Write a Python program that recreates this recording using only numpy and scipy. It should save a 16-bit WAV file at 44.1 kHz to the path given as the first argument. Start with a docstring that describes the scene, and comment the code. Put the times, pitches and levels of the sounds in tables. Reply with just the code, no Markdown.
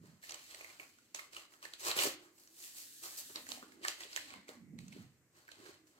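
"""A dull rumble and a soft rustle, then sharp crackles: hands crumple, tear and shake small paper
sachets close to a phone's two microphone ports in a quiet kitchen. Breaking fibres make the rustle,
flipping creases snap, fingers knock the sachet, and midway powder hisses out over the paper.
The rumble comes and goes across the room, a faint scrape passes late, and the room rings briefly."""
import sys
import numpy as np
from scipy import signal
from scipy.io import wavfile
from scipy.ndimage import uniform_filter1d

SR = 44100
rng = np.random.default_rng(int(sys.argv[2]) if len(sys.argv) > 2 else 0)


def dump(signal):
    """Clip the signal to [-1, 1] and save it as 16-bit WAV at the path in sys.argv[1]."""
    limited = np.clip(np.atleast_2d(signal).T, -1, 1)
    pcm = np.round(limited * 32767).astype(np.int16)
    wavfile.write(sys.argv[1], SR, pcm)


N = 264149

# spectrum of the still kitchen: frequency_hz, relative_db
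ROOM_TONE = [(35, -71), (60, -38), (164, 1), (323, 6.5), (822, -7.5), (2050, -3), (3500, -15), (7940, -5),
             (9790, -16), (14900, -11), (16000, -54)]
# decay of the kitchen's echoes: frequency_hz, t60_s
ROOM_DECAY = [(200, 0.22), (1000, 0.26), (3000, 0.38), (8000, 0.14), (16000, 0.05)]
# dull rumble from across the room: time_s, level_db, centre_hz, throb_db
RUMBLE = [(0.0, -59.5, 174, -73), (.15, -67, 158, -78), (.22, -82.5, 168, -84), (1.9, -79, 330, -89),
          (2.14, -59.5, 331, -80), (2.4, -78, 323, -93), (3.2, -78.5, 260, -83), (3.53, -63, 241, -77),
          (3.66, -64, 290, -83.5), (3.84, -59.5, 312, -83), (3.98, -84, 305, -92), (4.24, -74, 264, -77),
          (4.388, -61, 190, -79), (4.45, -71, 236, -94), (4.568, -65, 235, -78), (4.642, -57.5, 178, -79),
          (4.698, -59, 173, -76), (4.736, -51, 175, -95), (4.872, -56.5, 156, -70),
          (4.895, -61, 167.5, -82), (4.952, -53.5, 191, -83), (5.006, -56, 170, -55.5),
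          (5.12, -73.5, 172, -71.5), (5.31, -93, 172, -78.5), (5.47, -87, 276, -83.5),
          (5.634, -56.5, 360, -77), (5.762, -74, 336, -77.5), (5.99, -75.5, 285, -91)]
# a faint narrow scrape: time_s, level_db
SCRAPE = [(4.35, -63), (4.458, -75), (4.482, -68), (4.638, -80), (4.758, -80), (4.8, -83)]
# powder running out: time_s, level_db
POURING = [(2.3, -91), (2.424, -82), (2.65, -54.5), (2.756, -59.5), (3.252, -54), (3.362, -57),
           (3.426, -58), (3.624, -87), (3.75, -69)]
# spectrum of the sliding grains: frequency_hz, relative_db
POWDER_COLOUR = [(880, -51), (1500, -14), (1850, -6), (2160, -23), (2370, -14), (4160, -6.5), (5380, -8),
                 (8000, -3), (9950, -9.5), (12500, -5), (16000, -14)]
# fingers knocking the sachet: start_s, level_db, pitch_hz
KNOCKS = [(.038, -51.5, 325), (.543, -54, 600), (.795, -55, 686), (1.188, -41.5, 1210),
          (1.364, -44.5, 1170), (1.627, -45.5, 1120), (1.867, -32, 1113), (1.966, -37.5, 380),
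          (2.042, -41, 367), (2.053, -29, 446), (2.07, -33, 356), (3.056, -45.5, 1160), (3.302, -53, 332),
          (3.357, -51, 323), (3.389, -52, 436), (3.574, -45.5, 725), (3.631, -47.5, 322), (3.812, -51, 330),
          (3.849, -30.5, 1196), (4.052, -49.5, 453), (4.159, -64, 820), (4.49, -41.5, 420),
          (4.963, -42, 283), (5.598, -51.5, 314), (5.692, -52, 350)]
# colour of paper and microphone: frequency_hz, relative_db
PAPER_COLOUR = [(180, -33), (300, -3), (343, -1), (856, -7), (1140, -3), (1550, -6), (2100, -3), (3080, -3),
                (3580, -7), (4230, -2), (5340, -10), (7800, -5), (9390, -14), (12700, -8), (16000, -16)]
# how much later the right port hears each spot of the paper: delay_samples
PORT_DELAYS = [9, 11, 12, 13, 14, 16]
# moves of the hands: peak_s, effort_db, swell_s, fade_s, flap_over_effort_db, fizz_over_effort_db
HAND_MOVES = [(0.05, -73, 0.049, 0.25, 1, -4.5), (.234, -61.5, 0.022, 0.9, -26, -2.5),
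              (.32, -59, 0.076, 0.14, -0.5, -22), (.53, -60, 0.12, 0.094, -7, -5),
              (.606, -63, 0.089, 0.2, 1, -4.5), (.72, -66.5, 0.27, 0.11, -3, -7.5),
              (.805, -64.5, 0.016, 0.097, 3, 0), (.888, -87, 0.11, .1, -2, 8),
              (1.146, -52.5, .003, 0.11, -6.5, -6), (1.2, -63, .04, .12, -2.5, -2),
              (1.335, -59.5, 0.025, 0.13, -5, -7), (1.368, -56, .015, 0.11, -5.5, -7),
              (1.53, -71.5, 0.048, 0.12, 3, 1), (1.632, -60, 0.026, .16, -2.5, -5),
              (1.736, -58, 0.0082, 0.061, -15, -10), (1.8, -56, 0.0197, 0.22, -17, -1.5),
              (1.884, -39.5, 0.069, 0.065, -2.5, -3.5), (1.914, -40.5, 0.034, 0.017, -9, -33),
              (1.966, -50.5, 0.0073, 0.085, 6, 9.5), (1.993, -35.5, 0.044, 0.06, -8, -12),
              (2.038, -40, 0.098, 0.092, -3.5, 0.5), (2.249, -70.5, 0.2, 0.09, 4, -2.5),
              (2.404, -74, 0.1, 0.26, -4, 6.5), (2.642, -60, 0.11, 0.1, -9.5, 5.5),
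              (2.78, -58.5, .05, .15, -11, 6), (3.036, -55, 0.023, 0.19, -3.5, 4.5),
              (3.185, -52, 0.026, 0.047, -9, 7.5), (3.298, -59.5, 0.0098, 0.03, 2, -11),
              (3.358, -51, 0.013, 0.069, -3, -20), (3.507, -53.5, 0.057, 0.14, -5, -1.5),
              (3.62, -69.5, .05, 0.42, 0.5, -5.5), (3.844, -48.5, 0.028, 0.075, -6, -12),
              (3.882, -47, 0.037, 0.088, -8.5, -5), (4.03, -52, 0.093, 0.052, -7.5, -8),
              (4.186, -53.5, 0.22, 0.2, -11, -8.5), (4.163, -44.5, 0.006, 0.018, -13, -5),
              (4.332, -60, 0.14, 0.13, 0, -16), (4.488, -62, 0.02, 0.12, 3, -5),
              (4.791, -58, 0.011, .01, -11, -21), (4.801, -70.5, 0.0087, 0.35, -8, -6),
              (4.927, -63.5, .03, 0.18, -8, -14), (5.03, -72, 0.18, 0.05, 3.5, -1.5),
              (5.372, -70, 0.051, 0.16, 0.5, -4.5), (5.528, -62.5, 0.076, 0.033, -9, -13),
              (5.678, -62, 0.22, 0.13, -1, -8), (5.875, -77, 0.025, 0.18, -2, -0.5),
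              (5.985, -74, .07, .1, 2, -16)]
# the main creases that snap: start_s, level_db, pitch_hz, t60_s, crack_over_ring_db
CREASES = [(.228, -52.5, 1770, 0.0093, -10), (.2358, -45, 1770, .017, -14), (.292, -33.5, 2870, 0.022, 31),
           (.307, -36, 5930, 0.013, -18), (.3194, -35.5, 4200, 0.016, 23), (.3426, -33.5, 5940, 0.013, 7),
           (.5075, -46, 3540, 0.027, 15), (.5441, -37, 7900, 0.022, 8), (.599, -49, 2270, .008, 7),
           (.608, -39.5, 2150, 0.016, -18), (.6442, -39.5, 2190, 0.0074, -13),
           (.6947, -47.5, 2270, 0.061, -6), (.7972, -36, 2220, .012, -13.5), (.829, -46, 2370, 0.021, -21),
           (.985, -55, 1389, 0.014, -3), (1.1453, -30.5, 6230, 0.019, -1.5), (1.1588, -37, 6200, .017, 0),
           (1.1914, -35.5, 2080, 0.014, -10), (1.3302, -46, 4900, .015, 6),
           (1.347, -38.5, 2580, 0.0076, 11.5), (1.3645, -33.5, 2860, 0.022, -4),
           (1.451, -55, 1125, 0.012, 0), (1.5219, -57, 1890, 0.0093, -3), (1.5347, -49.5, 1360, 0.023, 3),
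           (1.627, -39.5, 2850, 0.0082, 8), (1.6367, -45, 2920, 0.052, 5), (1.6509, -34, 1850, 0.017, -5),
           (1.736, -34, 4620, 0.007, 24), (1.796, -47, 6300, .016, -7), (1.8497, -37, 6800, 0.0091, -9),
           (1.913, -24.5, 4000, 0.014, -11), (1.9632, -32, 2560, 0.036, 6), (1.9871, -22, 3140, 0.021, -7),
           (2.0214, -25.5, 2660, 0.016, 1), (2.0252, -40, 7160, 0.021, -19), (2.0332, -25, 8650, 0.02, -5),
           (2.0454, -43, 3250, 0.015, 6), (2.0704, -40, 6050, 0.0064, -15), (2.3774, -56, 7000, 0.05, 0),
           (2.4738, -51.5, 5640, 0.012, -9), (2.6, -51, 6540, 0.02, -8), (2.7464, -49, 8600, 0.035, -19),
           (3.0345, -39, 8600, .02, -4), (3.0547, -45, 6360, 0.013, 4), (3.3581, -26.5, 4400, 0.0076, -26),
           (3.465, -42, 1830, 0.014, -7), (3.489, -33.5, 6900, 0.0067, -3), (3.518, -26.5, 4140, 0.0052, 0),
           (3.5275, -50, 4220, 0.013, 4), (3.626, -42.5, 1325, 0.012, -17), (3.7186, -50, 1760, 0.021, -2),
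           (3.8486, -25, 1845, 0.013, -9), (3.8604, -42, 1180, 0.03, 3), (3.8821, -22, 4040, 0.0081, 12),
           (3.8961, -48, 2360, .012, 4), (4.0042, -37, 2020, 0.025, 0), (4.0332, -37, 3400, 0.01, -29),
           (4.128, -39, 5170, .02, -2), (4.1617, -22.5, 3570, 0.0093, 36),
           (4.1735, -29.5, 1810, 0.0061, -15), (4.303, -42, 2340, 0.014, 1),
           (4.482, -43.5, 2330, 0.0082, -2), (4.338, -39.5, 1060, 0.0073, 0.5),
           (4.4896, -40, 4700, 0.012, 10), (4.7879, -40, 2590, 0.0065, 12), (4.88, -48, 6150, 0.018, 1),
           (4.9211, -47.5, 2410, 0.032, -3), (5.4793, -47.5, 1680, 0.0064, -11),
           (5.487, -46.5, 1700, 0.012, -14), (5.5154, -43, 4200, .014, 4),
           (5.6556, -46.5, 1710, 0.046, -0.5), (5.8696, -60.5, 6450, .014, -9)]

PORT_GAP_M = .07
FLAP_HZ, BODY_HZ, CRISP_HZ, FIZZ_HZ = (500, 1800), (1800, 4900), (4900, 9300), (9300, 18000)  # paper bands
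MOVE_SPAN_DB, MOVE_BEND = 20, .2  # rise over swell_s and fall over fade_s; the bend steepens the far ends
BOOM_HZ, BOOM_DB, BOOM_THROB_DB = 345, -8, -23  # the sheet's boom, with levels against its flap
SNAP_FLAP_DB, SNAP_FIZZ_DB = -13, -16.5  # against the snap's core; the flap gains 1 dB per octave of pitch


def gain_of(db):
    """Decibels to a factor."""
    return 10 ** (np.asarray(db) / 20)


def unit_rms(x):
    """Scales to rms 1."""
    return x / np.sqrt(np.mean(x ** 2) + 1e-20)


def value_at(points, hz):
    """Reads a table on a log-frequency axis."""
    f, value = np.transpose(points)
    return np.interp(np.log(hz + 1), np.log(f + 1), value)


def curves(rows):
    """Columns of a timed table at every sample."""
    time_s, *columns = np.transpose(rows)
    return [np.interp(np.arange(N) / SR, time_s, column) for column in columns]


def band(x, lo_hz, hi_hz):
    """Causal band-pass along time."""
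    sos = signal.butter(3, [lo_hz, min(hi_hz, .49 * SR)], "bandpass", fs=SR, output="sos")
    return signal.sosfilt(sos, x)


def colour(x, spectrum):
    """Minimum-phase filter with the gain of a spectrum."""
    hz = abs(np.fft.fftfreq(4096, 1 / SR))
    log_gain = np.log(gain_of(np.maximum(value_at(spectrum, hz), -60)))
    taps = np.fft.ifft(np.exp(np.conj(signal.hilbert(log_gain)))).real[:2048]
    return signal.oaconvolve(x, taps[None], axes=1)[:, :x.shape[1]]


def resonate(x, hz, widths_hz):
    """One resonance per width, in series: each shifts hz down to zero, smooths, and shifts back."""
    turn = np.exp(2j * np.pi * np.cumsum(hz * np.ones(len(x))) / SR)
    for width_hz in widths_hz:
        pole = np.exp(-np.pi * width_hz / SR)
        x = 2 * (turn * signal.lfilter([1 - pole], [1, -pole], x / turn)).real
    return x


def diffuse(shape_db=lambda hz, t: 0, size=N):
    """Noise from all sides at the two ports: alike in the bass, unrelated in the treble."""
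    frames, hz = size // 128 + 5, np.fft.rfftfreq(512, 1 / SR)[:, None]
    a, b, c, d = rng.standard_normal((frames, 257, 4)).T
    coherence = np.sinc(2 * hz * PORT_GAP_M / 343)
    left = a + 1j * b
    right = coherence * left + np.sqrt(1 - coherence ** 2) * (c + 1j * d)
    spectra = np.array([left, right]) * gain_of(shape_db(hz, np.arange(frames) * 128 / SR))
    return unit_rms(signal.istft(spectra, nperseg=512, noverlap=384)[1][:, :size])


def hand_effort():
    """Levels in dB of the paper's body, flap, crisp edge and fizz: the moves add up as powers."""
    peak_s, effort_db, swell_s, fade_s, flap_db, fizz_db = np.array(HAND_MOVES).T[:, :, None]
    t = np.arange(0, N, 40) / SR
    away = np.maximum((peak_s - t) / swell_s, (t - peak_s) / fade_s)
    move_db = effort_db - MOVE_SPAN_DB * ((1 - MOVE_BEND) * away + MOVE_BEND * away ** 3)
    crisp_db = 4.5 + .59 * fizz_db
    powers = [(gain_of(move_db + db) ** 2).sum(0) for db in (0, flap_db, crisp_db, fizz_db)]
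    return [np.interp(np.arange(N) / SR, t, 10 * np.log10(power + 1e-14)) for power in powers]


def room_tone():
    """The quiet kitchen, plus a deep flutter, unrelated at the two ports, that stirs as the hands move."""
    flutter_db = -53 + .53 * uniform_filter1d(hand_effort()[0], 1500)
    flutter = unit_rms(band(rng.standard_normal((2, N)), 25, 75))
    still = gain_of(-75.5) * diffuse(lambda hz, t: value_at(ROOM_TONE, hz))
    return still + gain_of(flutter_db) * flutter


def rumble():
    """Distant low noise in a wandering resonance over a deeper throb; the flapping sheet feeds both."""
    far_db, far_hz, throb_db = curves(RUMBLE)
    flap = gain_of(uniform_filter1d(hand_effort()[1], 900))
    far_power, boom_power = gain_of(far_db) ** 2, (gain_of(BOOM_DB) * flap) ** 2
    power = far_power + boom_power
    centre_hz = (far_power * far_hz + boom_power * BOOM_HZ) / power
    noise = diffuse() + .3 * rng.standard_normal((2, N))
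    low = unit_rms(np.array([resonate(port, centre_hz, widths_hz=(75, 170, 260)) for port in noise]))
    throb = unit_rms(band(noise, 81, 161))
    throb_gain = np.hypot(gain_of(throb_db), gain_of(BOOM_THROB_DB) * flap)
    return gain_of([[-2.2], [2.2]]) * (np.sqrt(power) * low + throb_gain * throb)  # stronger on the right


def scrape(centre_hz=2110):
    """A faint scrape: noise in one narrow band that fades in and out."""
    level_db, = curves([(SCRAPE[0][0] - .05, -120), *SCRAPE, (SCRAPE[-1][0] + .042, -120)])
    return gain_of(level_db) * unit_rms(band(diffuse(), centre_hz - 170, centre_hz + 170))


def kitchen_echoes(x):
    """The room answers with a few early echoes and a short diffuse tail whose top treble dies first."""
    tail = diffuse(lambda hz, t: -60 * t / value_at(ROOM_DECAY, hz), size=SR // 2)
    tail *= np.clip(np.arange(SR // 2) / (.004 * SR), 0, 1)
    tail /= np.linalg.norm(tail[0])
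    tail[[[0], [1]], rng.integers(60, 900, (2, 7))] += .12  # seven early echoes at each port
    return signal.fftconvolve(x[None], tail, axes=1)[:, :N]


def crackle(per_s, spread_db, clump_db):
    """Tiny clicks, a few of them large, from random spots of the paper; the left port hears them first."""
    size = gain_of(spread_db * np.minimum(rng.exponential(1, N), 5)) * rng.choice([-1., 1.], N)
    clumps = unit_rms(band(rng.standard_normal(N), 42, 110))
    clicks = size * (rng.random(N) < per_s / SR) * gain_of(clump_db * clumps)
    delays = rng.choice(PORT_DELAYS, N)
    return np.array([clicks, sum(np.roll(clicks * (delays == lag), lag) for lag in PORT_DELAYS)])


def powder():
    """Countless fine grains slide over the paper and land: an even hiss."""
    level_db, = curves(POURING)
    t = np.arange(N) / SR
    running = (t > POURING[0][0]) & (t < POURING[-1][0])
    grains = crackle(per_s=30000, spread_db=3, clump_db=.4)
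    return running * gain_of(level_db) * unit_rms(colour(grains, POWDER_COLOUR))


def finger_knocks(t60_s=.012, attack_s=.0018):
    """Each knock is a soft push that rings the filled sachet for a few cycles."""
    out, t = np.zeros(N + 3000), np.arange(3000) / SR
    for start_s, level_db, pitch_hz in KNOCKS:
        ring = np.sin(2 * np.pi * pitch_hz * t) * gain_of(-60 * t / t60_s) * np.minimum(t / attack_s, 1)
        at = round(start_s * SR)
        out[at:at + 3000] += gain_of(level_db) * ring / abs(ring).max()
    left = band(out[:N], 165, 3300)  # a small sachet radiates no deep bass
    return np.array([left, np.roll(left, max(PORT_DELAYS))])


def rustle():
    """Breaking fibres excite four bands of the sheet, each as loud as the hands drive it."""
    sheet = colour(crackle(per_s=6100, spread_db=3, clump_db=0), PAPER_COLOUR)
    bands = zip(hand_effort(), (BODY_HZ, FLAP_HZ, CRISP_HZ, FIZZ_HZ))
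    return sum(gain_of(db) * unit_rms(band(sheet, *edges_hz)) for db, edges_hz in bands)


def small_creases(count, over_effort_db=8, spread_db=2.5, t60_s=.012, crack_db=8):
    """Crease rows at random moments and pitches, as strong as the hands work."""
    when, size, pitch = rng.random((count, 3)).T
    level_db = hand_effort()[0][(when * N).astype(int)] + over_effort_db - spread_db * np.log(1 - size)
    return [(*row, t60_s, crack_db) for row in zip(when * N / SR, level_db, 1500 * 5 ** pitch)]


def crease_snaps():
    """A crease flips close to the microphone: a brief burst that rings the nearby patch of paper."""
    out, t = np.zeros((2, N + 1000)), np.arange(900) / SR
    rows = CREASES + small_creases(count=60)
    t60_s = np.array(rows)[:, [3]]
    envelopes = gain_of(-60 * t / t60_s) * np.minimum(t / (.12 * t60_s), 1)
    bursts = colour(rng.standard_normal((len(rows), 900)) * envelopes, PAPER_COLOUR)
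    for (start_s, level_db, pitch_hz, _, crack_db), burst in zip(rows, bursts):
        ring = unit_rms(resonate(burst, pitch_hz, widths_hz=[.25 * pitch_hz] * 2))
        crack = gain_of(crack_db) * unit_rms(band(burst, BODY_HZ[0], CRISP_HZ[1]))
        core = unit_rms(ring + crack)
        flap = gain_of(SNAP_FLAP_DB + np.log2(pitch_hz / BODY_HZ[0])) * unit_rms(band(burst, *FLAP_HZ))
        fizz = gain_of(SNAP_FIZZ_DB) * unit_rms(band(burst, *FIZZ_HZ))
        snap = (core + flap + fizz) * gain_of(level_db) / abs(core).max()
        at, lag = round(start_s * SR), rng.choice(PORT_DELAYS)
        left_over_right_db = rng.normal(-6, 2)
        out[0, at:at + 900] += gain_of(left_over_right_db / 2) * snap
        out[1, at + lag:at + lag + 900] += gain_of(-left_over_right_db / 2) * snap
    return out[:, :N]


def scene():
    """Paper up close, kitchen behind; the echoes crossfade steadily among three tails, a shifting ring."""
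    knocks = finger_knocks()
    paper = crease_snaps() + (rustle() + powder() + knocks) * gain_of([[-.4], [.4]])
    crossfade_hz, echo_db = 5.5, -7
    phase = 2 * np.pi * (crossfade_hz * np.arange(N) / SR + np.arange(3)[:, None] / 3)
    shares = np.sqrt((1 + np.cos(phase)) / 3)  # squares sum to one
    echoes = sum(kitchen_echoes(paper[0] * share) for share in shares)
    return paper + gain_of(echo_db) * echoes + rumble() + scrape() + room_tone()


def record(dry):
    """The phone cuts the treble above 16 kHz."""
    return signal.oaconvolve(dry, signal.firwin(301, 16000, window=("kaiser", 9), fs=SR)[None], "same")


dry = scene()
out = record(dry)
dump(out)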